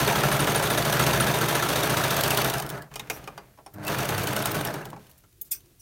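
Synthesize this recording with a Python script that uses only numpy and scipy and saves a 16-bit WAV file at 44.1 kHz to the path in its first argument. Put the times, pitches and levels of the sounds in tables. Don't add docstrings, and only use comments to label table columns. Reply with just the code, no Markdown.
import sys
import numpy as np
from scipy import signal
from scipy.fft import rfft, irfft, next_fast_len
from scipy.io import wavfile
from scipy.ndimage import uniform_filter1d, map_coordinates

SR = 44100
rng = np.random.default_rng(int(sys.argv[2]) if len(sys.argv) > 2 else 0)


def attenuation_scalar(level_db):
    decades = np.asarray(level_db, float) / 20
    return 10 ** decades


def log_audio(samples):
    frames = np.atleast_2d(samples).T
    limited = np.clip(frames, -1, 1)
    pcm = np.round(limited * 32767).astype(np.int16)
    wavfile.write(sys.argv[1], SR, pcm)


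N = 256220

# (frequency [Hz], density [dB/Hz])
AIR_SPECTRUM = [(24, -34), (40, 3.5), (143, -1.5), (220, -13.5), (362, -13.5), (695, -29), (1850, -25.5),
                (6450, -24.5), (7890, -25), (13000, -22), (15900, -24.5)]
AIR_DB = -60.5
# (time [s], level [dB])
DRONE_LEVEL = [
    [(5.3, -87), (5.4, -69.5), (5.7, -64.5), (5.81, -82)],
]
# (frequency [Hz], t60 [s])
ROOM_DECAY = [(200, 0.407), (2000, 0.11), (10000, 0.0897)]
ROOM_DB = -13.5
TOP_HZ = 15960

# (time [s], level [dB])
BUZZ_LEVEL = [
    [(0, -55.5), (1.2, -46.5), (2.45, -50.5), (2.6, -71)],
    [(3.735, -58.5), (3.76, -45), (3.9, -41.5), (4.05, -46.5), (4.6, -42), (4.75, -75)],
]
# (multiple [1], level [dB])
BUZZ_OVERTONES = [(1, 1), (2, -1.5), (3, -4), (4, -11), (6, -11)]
BUZZ_HZ = 101.7

# (frequency
# [Hz], width [Hz], level [dB])
TABLE_MODES = [(65, 45, -13), (95, 30, -31), (127.44, 14.6, 0.5), (153.2, 20.95, -1), (181.8, 24.3, -3)]
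# (frequency [Hz], width [Hz], level [dB])
CASING_MODES = [(289.6, 57.4, -0.5), (422.3, 88.2, 0.83), (615.5, 115.2, 2.5), (920, 524, -2.5),
                (1355.4, 272.5, -1), (1580, 298, -3), (2447, 1300, -10.5), (3724, 490, -16.5)]
# (frequency [Hz], density [dB/Hz])
STEEL_SPECTRUM = [(1470, -29.5), (2500, -2), (3710, -1.5), (4010, -2.5), (4540, -2.5), (4980, -5.5),
                  (6180, -3.5), (7330, -8.5), (9390, -6), (10400, -9), (12500, -5.5), (15100, -8),
                  (15900, -13)]
# (frequency [Hz], density [dB/Hz])
BARE_SPECTRUM = [(1500, -7), (3500, 0), (7000, -2), (9000, -1), (12500, -6.5), (15800, 3)]
# (frequency [Hz], density [dB/Hz])
CLOTH_SPECTRUM = [(2000, -19), (5000, -4), (9000, -1.5), (12500, 4), (15800, 0)]

# (time [s], peak [dB], treble [dB], low ring [Hz], high ring [Hz])
RULER_KNOCKS = [(2.914, -40, -13.5, 1220, 2230), (2.939, -39, -0.5, 930, 2220),
                (2.957, -29, -2, 1235, 2900), (3.039, -53.5, -11.5, 1600, 2780),
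                (3.072, -49, -0.5, 861, 2440), (3.099, -21, -2.5, 1228, 2352),
                (3.275, -26.5, -10, 1199, 2490), (3.575, -46, -14.5, 851, 5350),
                (3.587, -39.5, -26.5, 690, 2370), (3.662, -34.5, -9.5, 770, 5490),
                (4.93, -25.5, -29, 825, 2650), (4.963, -35.5, -17, 810, 2260), (5.237, -51, -9, 1330, 3070)]
# (time [s], peak [dB], treble [dB], low ring [Hz], high ring [Hz])
PEN_CONTACTS = [
    (2.995, -31.5, 2, 1810, 3756),
    (3.24, -44.5, -1.5, 1100, 4250),
    (3.377, -25.5, -15.5, 1254, 4865),
]
# (frequency [Hz], width [Hz], level [dB])
RULER_MODES = [(526, 272, -7), (810, 141.4, 2.5), (1097, 166, -2.5), (1340.7, 19.3, -0.5), (1730, 880, -13)]
# (frequency [Hz], width [Hz], level [dB])
PEN_MODES = [(2103, 103, -2.5), (2458, 66, 0), (2970, 464, -5.5), (3715, 84, -5), (4260, 760, -14),
             (5530, 590, -9), (6580, 540, -8.5), (8670, 1550, -14), (13350, 4500, -16.5)]
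RULER_BASS_DB, PEN_BASS_DB = -13.5, -19
# (time [s], length [s], level [dB])
CLOTH_RUBS = [(3.103, 0.0906, -45), (3.736, 0.0166, -51.5), (5.094, 0.0275, -55), (5.176, 0.0183, -54),
              (5.367, 0.0236, -66), (5.447, 0.0445, -52)]
# (time [s], held [s], scrape [dB], rustle over scrape [dB])
DRAGS = [(2.9, 0.197, -52, -10.5), (3.1, 0.077, -46.5, -8.5), (3.3, 0.107, -56, -12.5),
         (4.98, 0.081, -61, -1.5), (5.4, 0.311, -73, 0.5)]
DRAG_RISE_S, DRAG_FALL_DB_PER_S, BOOM_OVER_DB = 0.0194, 79.5, 1
# (time [s], length [s], frequency [Hz], level [dB])
EDGE_TONES = [(3.108, 0.078, 12050, -51.5), (3.11, 0.058, 5760, -52), (3.66, 0.0108, 9440, -52.5),
              (3.737, .012, 14000, -50.5)]
EDGE_WIDTH_HZ = 800

# (time [s], peak [dB], rise [s], rubbing t60 [s], share of plain scrape [1])
SCISSOR_MOVES = [
    (5.4135, -21, 0.00022, 0.025, 0.22),
    (5.508, -15, 0.0074, 0.1163, 0.173),
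    (5.787, -43.5, 0.0153, .15, .2),
]
# (frequency [Hz], width [Hz], level [dB])
CLINK_MODES = [(3500, 300, -40), (6540, 40, -16), (7990, 300, -23), (10020, 250, -25), (11380, 60, 0),
               (14700, 900, -12)]
# (frequency [Hz], width [Hz], level [dB])
BLADE_MODES = [(1150, 80, -24), (1550, 150, -20), (2200, 200, -19), (2600, 150, -14), (3500, 70, -12),
               (4600, 80, -12), (5100, 90, -10), (5650, 70, -6), (6200, 120, -5), (7240, 120, -6),
               (8250, 170, 0), (8750, 130, -3), (10160, 200, -5), (11000, 200, -7), (11900, 220, 0),
               (12950, 170, -3), (14130, 280, -1), (14800, 250, -4), (15450, 300, -1)]
# (frequency [Hz], width [Hz], level [dB])
TOUCH_MODES = [(2900, 100, 5.5), (5745, 150, 5), (8400, 200, -6.5), (9900, 186, -1), (12980, 320, -7.5),
               (15400, 330, -5)]
# (time [s], length [s], frequency [Hz], level [dB])
BLADE_CATCHES = [(5.508, .014, 7164, -38), (5.513, 0.0213, 3466, -44.5), (5.512, .012, 14700, -37),
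                 (5.515, 0.0157, 8190, -32.5), (5.515, 0.0062, 6530, -35), (5.516, 0.0078, 5030, -41),
                 (5.516, .022, 11940, -30), (5.518, .01, 13200, -31), (5.523, .022, 4590, -51),
                 (5.527, 0.0176, 6200, -42.5), (5.528, 0.015, 2500, -49), (5.532, 0.019, 8400, -47.5),
                 (5.544, .022, 5050, -54), (5.548, 0.0176, 5670, -46), (5.567, 0.0225, 5910, -59)]
CATCH_WIDTH_HZ = 213

# (time [s], casing rattle [dB])
DRIVE_LEVEL = [
    [(0, -25), (.9, -26), (1.02, -23.5), (1.35, -26), (2.4, -25.5), (2.59, -31), (2.66, -37.5),
     (2.78, -36.5), (2.9, -63.5)],
    [(3.72, -63.5), (3.76, -50), (3.9, -29), (4.1, -29.5), (4.57, -30), (4.69, -32.5), (4.85, -39.5),
     (4.93, -52), (5.16, -83)],
]
STEEL_OVER_DB = -7.5
SLACK_DB, STEEL_FADES = -28, 0.91
# (turn [0-1], level [dB])
TURN_RATTLE = [(.03, 7.5), (.15, 2), (.2, 5), (.3, 1.5), (.45, 4), (.55, -0.5), (.66, 5.5), (.75, -2.5),
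               (.96, -2)]
# (turn [0-1], level [dB])
TABLE_PUSHES = [(0.15, -4), (0.332, -4.5), (0.582, -8.5), (0.799, -4)]
# (time [s], width [s], level [dB])
TABLE_ROCKING = [(.25, 0.62, 3.5), (1.15, 0.187, 4), (2.5, 0.076, 0), (3.98, 0.025, 5.5), (4.93, 0.0435, 7)]
THUMP_DB, FULL_DB, THUMP_FOLLOWS = -34.5, -25, 0.549
THUMP_SWAY_DB = 0.47
HEAVE_TURN, HEAVE_DB = 0.287, 2.5

# (time [s], steel tick [dB], casing knock [dB])
NEEDLE_STRIKES = [(0.0014, -17, -21.5), (0.0749, -19, -21.5), (0.155, -23.5, -19.5), (0.2338, -18, -19.5),
                  (0.3155, -19.5, -22), (0.394, -20, -25), (0.471, -24.5, -21), (0.5473, -22.5, -23),
                  (0.6254, -22, -23), (0.7017, -16, -18.5), (0.7754, -16, -24.5), (0.8501, -20.5, -23),
                  (0.9248, -14, -22.5), (0.9949, -14, -18), (1.065, -11.5, -21), (1.1336, -16.5, -24),
                  (1.2, -16.5, -23), (1.2671, -19, -25.5), (1.341, -22.5, -26), (1.4116, -18.5, -21),
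                  (1.485, -14.5, -22.5), (1.5508, -14, -19), (1.6246, -17, -22.5), (1.6885, -15, -25),
                  (1.7576, -16.5, -24), (1.8321, -14.5, -25.5), (1.8967, -18, -27.5),
                  (1.9696, -15.5, -24.5), (2.0374, -17.5, -27.5), (2.1062, -12, -23), (2.1657, -15, -28.5),
                  (2.235, -11, -29), (2.305, -10, -29), (2.373, -10.5, -24), (2.4451, -15.5, -21.5),
                  (2.5375, -16.5, -27), (2.6221, -23.5, -36), (2.7003, -23, -38.5), (2.8207, -33, -43.5),
                  (3.7394, -43, -50), (3.8784, -18.5, -31.5), (3.9854, -20, -24), (4.0889, -18, -27.5),
                  (4.1789, -19.5, -30.5), (4.2711, -17.5, -30.5), (4.3632, -15, -21.5),
                  (4.4559, -13.5, -24), (4.5447, -24, -29.5), (4.6492, -18, -26.5), (4.7394, -25.5, -43.5),
                  (4.8534, -29.5, -42.5), (4.9622, -48.5, -51), (5.0669, -44.5, -65)]
CLOTH_LEAVES_S = 2.15
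STRIKE_OVER_DB, BARE_OVER_DB = 1.67, 0.26
KNOCK_OVER_DB, BARE_KNOCK_DB = 10.5, -3
# (frequency [Hz], level [dB], t60 [s])
KNOCK_RINGS = [(791, -10.5, 0.05), (1029, -0.5, 0.042), (1344.6, 3, 0.055), (1492, -4, 0.0703),
               (1696.2, -1, 0.0628), (1987.3, -7.5, 0.067), (2824, -12.5, 0.045)]
# (time [s], peak [dB])
STRAY_TICKS = [(0.025, -19), (.1037, -24), (.4973, -31), (.897, -17.5), (1.7275, -16.5), (2.3284, -23),
               (2.4739, -22.5), (2.498, -15.5), (2.5207, -32), (2.5984, -18.5), (2.7477, -47),
               (3.8365, -36.5), (4.902, -35), (3.8486, -27), (3.867, -23.5), (4.0304, -25.5), (5.1125, -44),
               (5.1785, -54.5), (5.2044, -54), (5.3261, -50), (5.6047, -45), (5.658, -51)]
LOOPER_TURN, LOOPER_OVER_DB, PADDED_DB, LOOPER_SCATTER_DB = .64, 5.5, -2, 2.5
# (frequency [Hz], level [dB], t60 [s])
LOOPER_RINGS = [(3025, -1, 0.0185), (3748, -6.5, 0.0186), (5462, -4.5, 0.0207), (8966, 3.5, 0.0116),
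                (11410, 4, 0.0121), (12860, 3.5, 0.0148), (15530, -2.5, .012)]
# (time [s], peak [dB], own
# ring [Hz])
BARE_BLOWS = [(2.209, -12.5, 11800), (2.2778, -17, 9230), (2.3462, -18.5, 4520), (2.4161, -14.5, 4490),
              (2.5814, -20.5, 5240), (2.663, -27.5, 5250), (2.6906, -25, 9150), (2.7861, -42, 4760),
              (3.9394, -33, 4470), (3.9394, -31.5, 11100), (4.0048, -25.5, 5880), (4.054, -23, 11000),
              (4.1044, -26, 6400), (4.147, -24.5, 4495), (4.1957, -28, 5570), (4.233, -26, 15400),
              (4.2395, -23, 11600), (4.2874, -24.5, 4520), (4.3313, -23, 10950), (4.3896, -23, 5530),
              (4.4234, -22, 11100), (4.471, -23, 5500), (4.5158, -19, 14400), (4.5527, -24, 11100),
              (4.6105, -22.5, 8900), (4.6711, -23, 5540), (4.8142, -43, 5470)]
# (time [s], level [dB], short second ring [Hz])
PIN_BLOWS = [(0.3242, -22.5, 9280), (0.403, -20.5, 9120), (0.5585, -18.5, 9680), (0.6351, -21.5, 9100),
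             (0.7099, -20.5, 9550), (0.7832, -19.5, 9380), (0.9956, -27, 9380), (1.2072, -17.5, 9677),
             (1.485, -16.5, 9690), (1.5539, -23, 9610), (1.6245, -18, 9690), (1.8332, -23.5, 9710),
             (2.044, -20, 9730), (4.4538, -26, 9380)]
PIN_HZ, PIN_T60_S, SECOND_T60_S = 9690, 0.0171, 0.013
# (time [s], peak [dB])
LEVER_CLINKS = [(0.0782, -22.5), (0.1615, -31), (0.3162, -34.5), (0.395, -27.5), (0.4728, -30.5),
                (0.5496, -23.5), (0.5771, -30.5), (0.7023, -31.5), (1.061, -28), (1.1293, -23.5),
                (1.2002, -25.5), (1.273, -28), (1.3384, -23), (1.3593, -26.5), (1.4067, -30),
                (1.4785, -26.5), (1.5464, -25), (1.6152, -29.5), (1.6851, -28.5), (1.7559, -22.5),
                (1.7799, -25.5), (1.8267, -20.5), (1.9669, -21.5), (2.0373, -23.5), (2.1081, -22),
                (2.1784, -27.5), (2.3047, -29), (2.373, -22.5), (2.4074, -29.5), (2.4453, -24.5)]
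# (frequency [Hz], level [dB], t60 [s])
LEVER_RINGS = [(3717, 1, 0.02), (6200, -11, .012)]
# (time [s], level [dB], frequency [Hz])
CASING_CLUNKS = [(.111, -15.5, 920), (.347, -18, 1372), (.961, -24.5, 1187), (1.096, -17.5, 1038),
                 (1.417, -22.5, 1574), (2.183, -26.5, 1314), (2.555, -25, 1556), (2.603, -24, 747),
                 (2.693, -39, 1050), (2.712, -39.5, 1410), (3.847, -29.5, 653), (4.370, -20.5, 638),
                 (4.698, -26.5, 639), (4.812, -35.5, 1620), (4.858, -33, 803)]
CLUNK_T60_S = 0.049
# (time [s], length [s], frequency [Hz], level [dB])
BEARING_SQUEALS = [
    (2.7, 0.028, 1443, -52.5),
    (2.738, 0.0675, 1325, -43.5),
    (2.747, 0.095, 1700, -48),
    (3.768, 0.047, 1553, -65),
    (3.853, 0.043, 2660, -39),
]
SQUEAL_WIDTH_HZ = 106


def unit(x):
    return x / np.sqrt(np.mean(x ** 2) + 1e-20)


def along(points, hz):
    f, v = np.transpose(points)
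    return np.interp(np.log(hz + 1), np.log(f + 1), v)


def curve_db(spans):
    t = np.arange(N) / SR
    each = []
    for span in spans:
        s, db = np.transpose(span)
        each.append(np.interp(t, s, db, left=-120, right=-120))
    return uniform_filter1d(np.max(each, axis=0), size=400)


def filtered(x, response):
    m = next_fast_len(len(x) + 8192)
    return irfft(rfft(x, m) * response(np.fft.rfftfreq(m, 1 / SR)), m)[:len(x)]


def body(modes):
    def response(f):
        total = 0
        for k, (center, width, db) in enumerate(modes):
            damping = 1j * f * width
            total = total + (-1) ** k * attenuation_scalar(db) * damping / (center * center - f * f + damping)
        return total
    return response


def colour(spectrum):
    return lambda hz: attenuation_scalar(along(spectrum, hz))


def wander(t, rate_hz, points):
    return map_coordinates(rng.standard_normal(points), [t * rate_hz])


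def grit(per_second, scatter_db, smooth):
    chance, size, noise = rng.random(N), rng.standard_normal((2, N)), rng.standard_normal(N)
    impacts = (chance < per_second / SR) * size[0] * attenuation_scalar(scatter_db * size[1])
    return unit(impacts) + smooth * noise


def bursts(events, t60, rise):
    starts, t = np.zeros(N), np.arange(SR // 10) / SR
    for s, db in events:
        starts[max(round(s * SR), 0)] = attenuation_scalar(db)
    shape = attenuation_scalar(-60 * t / t60) * (1 - np.exp(-t / rise))
    return signal.fftconvolve(starts, shape)[:N] * rng.standard_normal(N)


def add(track, s, sound):
    part = track[round(s * SR):][:len(sound)]
    part += sound[:len(part)]


def ring(modes, t, spread_db):
    total = np.zeros(len(t))
    for hz, db, t60 in modes:
        decay = attenuation_scalar(db + spread_db * rng.normal() - 60 * t / t60)
        total += decay * np.sin(2 * np.pi * (hz * t + rng.random()))
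    return total


def friction(rows, width_hz):
    out, t = np.zeros(N), np.arange(SR // 8) / SR
    for s, length, hz, db in rows:
        tone = unit(filtered(rng.standard_normal(len(t)), lambda f: body([(hz, width_hz, 0)])(f) ** 2))
        add(out, s, attenuation_scalar(db) * tone * np.sin(np.pi * np.clip(t / length, 0, 1)) ** .5)
    return out


def room_air():
    return attenuation_scalar(AIR_DB) * unit(filtered(rng.standard_normal(N), colour(AIR_SPECTRUM)))


def far_drone():
    tone = filtered(rng.standard_normal(N), lambda f: body([(350, 110, 0)])(f) ** 2)
    return attenuation_scalar(curve_db(DRONE_LEVEL)) * unit(tone)


def room(x):
    _, t, z = signal.stft(rng.standard_normal(SR // 2), SR, nperseg=256)
    hz = np.fft.rfftfreq(256, 1 / SR)
    tail = signal.istft(z * attenuation_scalar(-60 * t / along(ROOM_DECAY, hz)[:, None]), SR, nperseg=256)[1]
    delayed = np.pad(x, (300, 0))
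    return signal.fftconvolve(delayed, tail / np.linalg.norm(tail))[:N]


def motor():
    t, lines = np.arange(N) / SR, np.zeros(N)
    for k, db in BUZZ_OVERTONES:
        level = attenuation_scalar(db + 5.34 * wander(t, 12, 100))
        lines += level * np.sin(2 * np.pi * k * BUZZ_HZ * t + 0.99 * wander(t, 12, 100))
    return attenuation_scalar(curve_db(BUZZ_LEVEL)) * lines


def ruler_and_pen():
    out, t = np.zeros(N), np.arange(SR // 4) / SR
    contacts = [(*row, RULER_BASS_DB) for row in RULER_KNOCKS]
    contacts += [(*row, PEN_BASS_DB) for row in PEN_CONTACTS]
    for s, db, treble_db, low_hz, high_hz, bass_db in contacts:
        shake = rng.standard_normal((3, len(t))) * attenuation_scalar(-60 * t / np.c_[[.08, .045, .2]])
        wood = filtered(shake[0], body(RULER_MODES + [(low_hz, 120, 1.5)]))
        snap = filtered(shake[1], body([(high_hz, 110, .6)] + PEN_MODES))
        boom = filtered(shake[2], body(TABLE_MODES + CASING_MODES[:2]))
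        parts = zip((wood, snap, boom), (db - 1.5, db + treble_db + 5.5, db + bass_db + 2.5))
        add(out, s, sum(attenuation_scalar(level) * part / np.abs(part).max() for part, level in parts))
    return out + friction(EDGE_TONES, EDGE_WIDTH_HZ)


def cloth_rubs():
    out, t = np.zeros(N), np.arange(SR // 4) / SR
    for s, length, db in CLOTH_RUBS:
        stroke = np.clip(t / .003, 0, 1) * np.clip(1 - t / length, 0, 1) ** 0.45
        add(out, s, attenuation_scalar(db) * stroke * unit(filtered(rng.standard_normal(len(t)), colour(CLOTH_SPECTRUM))))
    return out


def drags():
    start, held, scrape_db, rustle_db = np.transpose(DRAGS)[:, :, None]
    since = np.arange(N) / SR - start
    fall_db = DRAG_FALL_DB_PER_S * np.maximum(since - held, 0)
    press = np.clip(since / DRAG_RISE_S, 0, 1) * attenuation_scalar(scrape_db - fall_db)
    boom = unit(filtered(rng.standard_normal(N), body([(50, 23, -3.0)] + TABLE_MODES[1:])))
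    scrape = unit(filtered(grit(400, scatter_db=3, smooth=1.5), body(CASING_MODES[:7])))
    rustle = unit(filtered(grit(3000, scatter_db=2, smooth=1.5), colour(STEEL_SPECTRUM)))
    low = press.max(axis=0) * (attenuation_scalar(BOOM_OVER_DB) * boom + scrape)
    return low + (press * attenuation_scalar(rustle_db)).max(axis=0) * rustle


def scissors():
    out, t = np.zeros(N), np.arange(SR // 4) / SR

    def rub(rise, t60, slow):
        swell = 1 - np.exp(-(t / (rise * slow)) ** 2)
        catch = attenuation_scalar(4 * wander(t, 130, 60))
        return catch * rng.standard_normal(len(t)) * swell * attenuation_scalar(-60 * t / (t60 * slow ** 0.304))

    def blade(mode):
        return lambda f: body([mode])(f) * f ** 4 / (f ** 4 + (0.54 * mode[0]) ** 4)

    for (s, db, rise, t60, scrape), modes in zip(SCISSOR_MOVES, (CLINK_MODES, BLADE_MODES, TOUCH_MODES)):
        tone = np.zeros(len(t))
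        for mode in modes:
            slow = max(1, 7000 / mode[0]) ** 0.71
            tone += filtered(rub(rise, t60, slow), blade(mode))
        hiss = filtered(rub(rise, t60, 0.9), colour(CLOTH_SPECTRUM))
        add(out, s, attenuation_scalar(db) * (tone / np.abs(tone).max() + scrape * hiss / np.abs(hiss).max()))
    return out + friction(BLADE_CATCHES, CATCH_WIDTH_HZ)


def table_thump(casing_db, turns):
    t = np.arange(N) / SR
    rocking_db = sum(db * np.exp(-((t - s) / width) ** 2) for s, width, db in TABLE_ROCKING)
    sway_db = THUMP_SWAY_DB * wander(t, 14, 100)
    running_db = THUMP_DB + THUMP_FOLLOWS * (casing_db - FULL_DB) + rocking_db + sway_db
    thump_db = np.where(casing_db > -90, running_db, -120)
    heave_db = HEAVE_DB * np.cos(2 * np.pi * (turns - HEAVE_TURN))
    pushes = sum(attenuation_scalar(db) * np.diff(np.floor(turns - at), prepend=-1) for at, db in TABLE_PUSHES)
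    force = unit(pushes) + 0.516 * rng.standard_normal(N)
    thump = filtered(force, lambda f: body(TABLE_MODES)(f) * f ** 8 / (f ** 8 + 39.5 ** 8))
    return attenuation_scalar(thump_db + heave_db) * unit(thump)


def gear_rattle(casing_db, gate_db, bright):
    gears = attenuation_scalar(0.552 * gate_db) * grit(1200, scatter_db=3.0, smooth=1.523)
    low, high = filtered(gears, body(CASING_MODES[:6])), filtered(gears, body(CASING_MODES[6:]))
    return attenuation_scalar(casing_db - 1.52) * (low + bright * high) / np.std(low + high)


def steel_rattle(steel_db, gate_db):
    steel = attenuation_scalar(gate_db) * filtered(grit(5000, scatter_db=1.5, smooth=1.5), colour(STEEL_SPECTRUM))
    return attenuation_scalar(steel_db + 0.6666) * unit(steel)


def loose_parts(level, per_second, spread_db):
    draws = rng.random((round(per_second * N / SR), 4))
    near_hz = np.array([620, 850, 1300, 1420, 1550, 1700, 2350, 2750, 3350, 3690, 4550, 6300, 9100, 11500])
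    hz = near_hz[(draws[:, 0] * len(near_hz)).astype(int)] * (.95 + 0.0994 * draws[:, 1])
    start, t = (draws[:, 2] * N).astype(int), np.arange(560) / SR
    size = level[start] * attenuation_scalar(-spread_db * np.log(draws[:, 3] + 0.0017)) * (1000 / hz) ** 0.338
    shape = attenuation_scalar(-60 * t / 0.01665) * (1 - np.exp(-t / 0.0008))
    rows = size[:, None] * np.sin(2 * np.pi * hz[:, None] * t) * shape
    places = start[:, None] + np.arange(len(t))
    return np.bincount(places.ravel(), rows.ravel(), N + len(t))[:N]


def steel_ticks(strike_s, strike_db, looper_s, looper_db):
    looper = np.c_[looper_s, looper_db][looper_s < CLOTH_LEAVES_S]
    contacts = np.r_[np.c_[strike_s, strike_db], looper, STRAY_TICKS]
    padded = contacts[:, 0] < CLOTH_LEAVES_S
    soft = bursts(contacts[padded] - [.002, 0], t60=0.055, rise=0.00355)
    ticks = filtered(soft, colour(STEEL_SPECTRUM)) * attenuation_scalar(-1.0)
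    bare = np.r_[contacts[~padded], np.array(BARE_BLOWS)[:, :2] + [0, -1.8]]
    slack = bare - [.007, 14]
    hard = bursts(np.r_[bare, slack], t60=0.0218, rise=0.00173)
    ticks += filtered(hard, colour(BARE_SPECTRUM)) * attenuation_scalar(0.5)
    t = np.arange(SR // 40) / SR
    for s, db in bare:
        add(ticks, s, attenuation_scalar(db - 9) * ring(LOOPER_RINGS, t, spread_db=4.0) * (1 - np.exp(-t / 0.00176)))
    for s, db, hz in BARE_BLOWS:
        add(ticks, s, attenuation_scalar(db - 2) * ring([(hz, 0, .016)], t, spread_db=1) * (1 - np.exp(-t / 0.00133)))
    return ticks


def pin_lever_and_clunks():
    rings, t = np.zeros(N), np.arange(SR // 14) / SR
    for s, db, hz in PIN_BLOWS:
        pin = ring([(PIN_HZ, 5, PIN_T60_S), (hz, 5, SECOND_T60_S)], t, spread_db=1.5)
        add(rings, s, attenuation_scalar(db) * pin * (1 - np.exp(-(t / .0015) ** 2)))
    clinks = [(s, db + 5.5, LEVER_RINGS) for s, db in LEVER_CLINKS]
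    clinks += [(s, db, [(hz, 0, CLUNK_T60_S)]) for s, db, hz in CASING_CLUNKS]
    for s, db, modes in clinks:
        add(rings, s, attenuation_scalar(db) * ring(modes, t, spread_db=0) * (1 - np.exp(-t / 0.0021)))
    return rings


def casing_knocks(strike_s, knocks_db):
    out, t = np.zeros(N), np.arange(SR // 14) / SR
    for s, db in zip(strike_s, knocks_db):
        rattle = attenuation_scalar(2.3 * wander(t, 400, 60)) * (1 - np.exp(-(t / 0.00691) ** 2))
        add(out, max(s - .002, 0), rattle * attenuation_scalar(db - 9) * ring(KNOCK_RINGS, t, spread_db=3.0))
    return out


def machine():
    clock, casing_db = np.arange(N) / SR, curve_db(DRIVE_LEVEL)
    steel_db = casing_db + STEEL_OVER_DB - STEEL_FADES * np.maximum(SLACK_DB - casing_db, 0)
    bright = attenuation_scalar(np.clip(0.66 * (steel_db - casing_db + 7.0), -30, 3))

    strike_s, strike_db, knocks_db = np.transpose(NEEDLE_STRIKES)
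    whole = np.arange(len(strike_s))
    turns = np.interp(clock, strike_s, whole)
    gate_db = np.interp(turns, *np.transpose(TURN_RATTLE), period=1)
    strike_db = strike_db + np.where(strike_s < CLOTH_LEAVES_S, STRIKE_OVER_DB, BARE_OVER_DB)
    knocks_db = knocks_db + KNOCK_OVER_DB + BARE_KNOCK_DB * (strike_s > CLOTH_LEAVES_S)

    looper_s = np.interp(whole + LOOPER_TURN, whole, strike_s)
    looper_db = np.interp(looper_s, clock, steel_db - STEEL_OVER_DB) + LOOPER_OVER_DB + PADDED_DB
    looper_db += LOOPER_SCATTER_DB * rng.standard_normal(len(whole))

    out = table_thump(casing_db, turns)
    out += gear_rattle(casing_db, gate_db, bright) + steel_rattle(steel_db, gate_db)
    out += loose_parts(bright * attenuation_scalar(casing_db + 0.61 * gate_db - 5), 700, spread_db=3)
    out += steel_ticks(strike_s, strike_db, looper_s, looper_db)
    out += pin_lever_and_clunks() + casing_knocks(strike_s, knocks_db)
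    return out + friction(BEARING_SQUEALS, SQUEAL_WIDTH_HZ)


def scene():
    handling = ruler_and_pen() + cloth_rubs() + drags()
    near = motor() + handling + scissors() + machine()
    return (room_air() + far_drone() + attenuation_scalar(ROOM_DB) * room(near) + near)[None]


def band_limit(x):
    return signal.sosfilt(signal.butter(12, 16990, fs=SR, output="sos"), x)


def record(dry):
    kept = filtered(dry[0], lambda hz: 1 / (1 + (hz / TOP_HZ) ** 300))
    return band_limit(kept[None])


dry = scene()
out = record(dry)
log_audio(out)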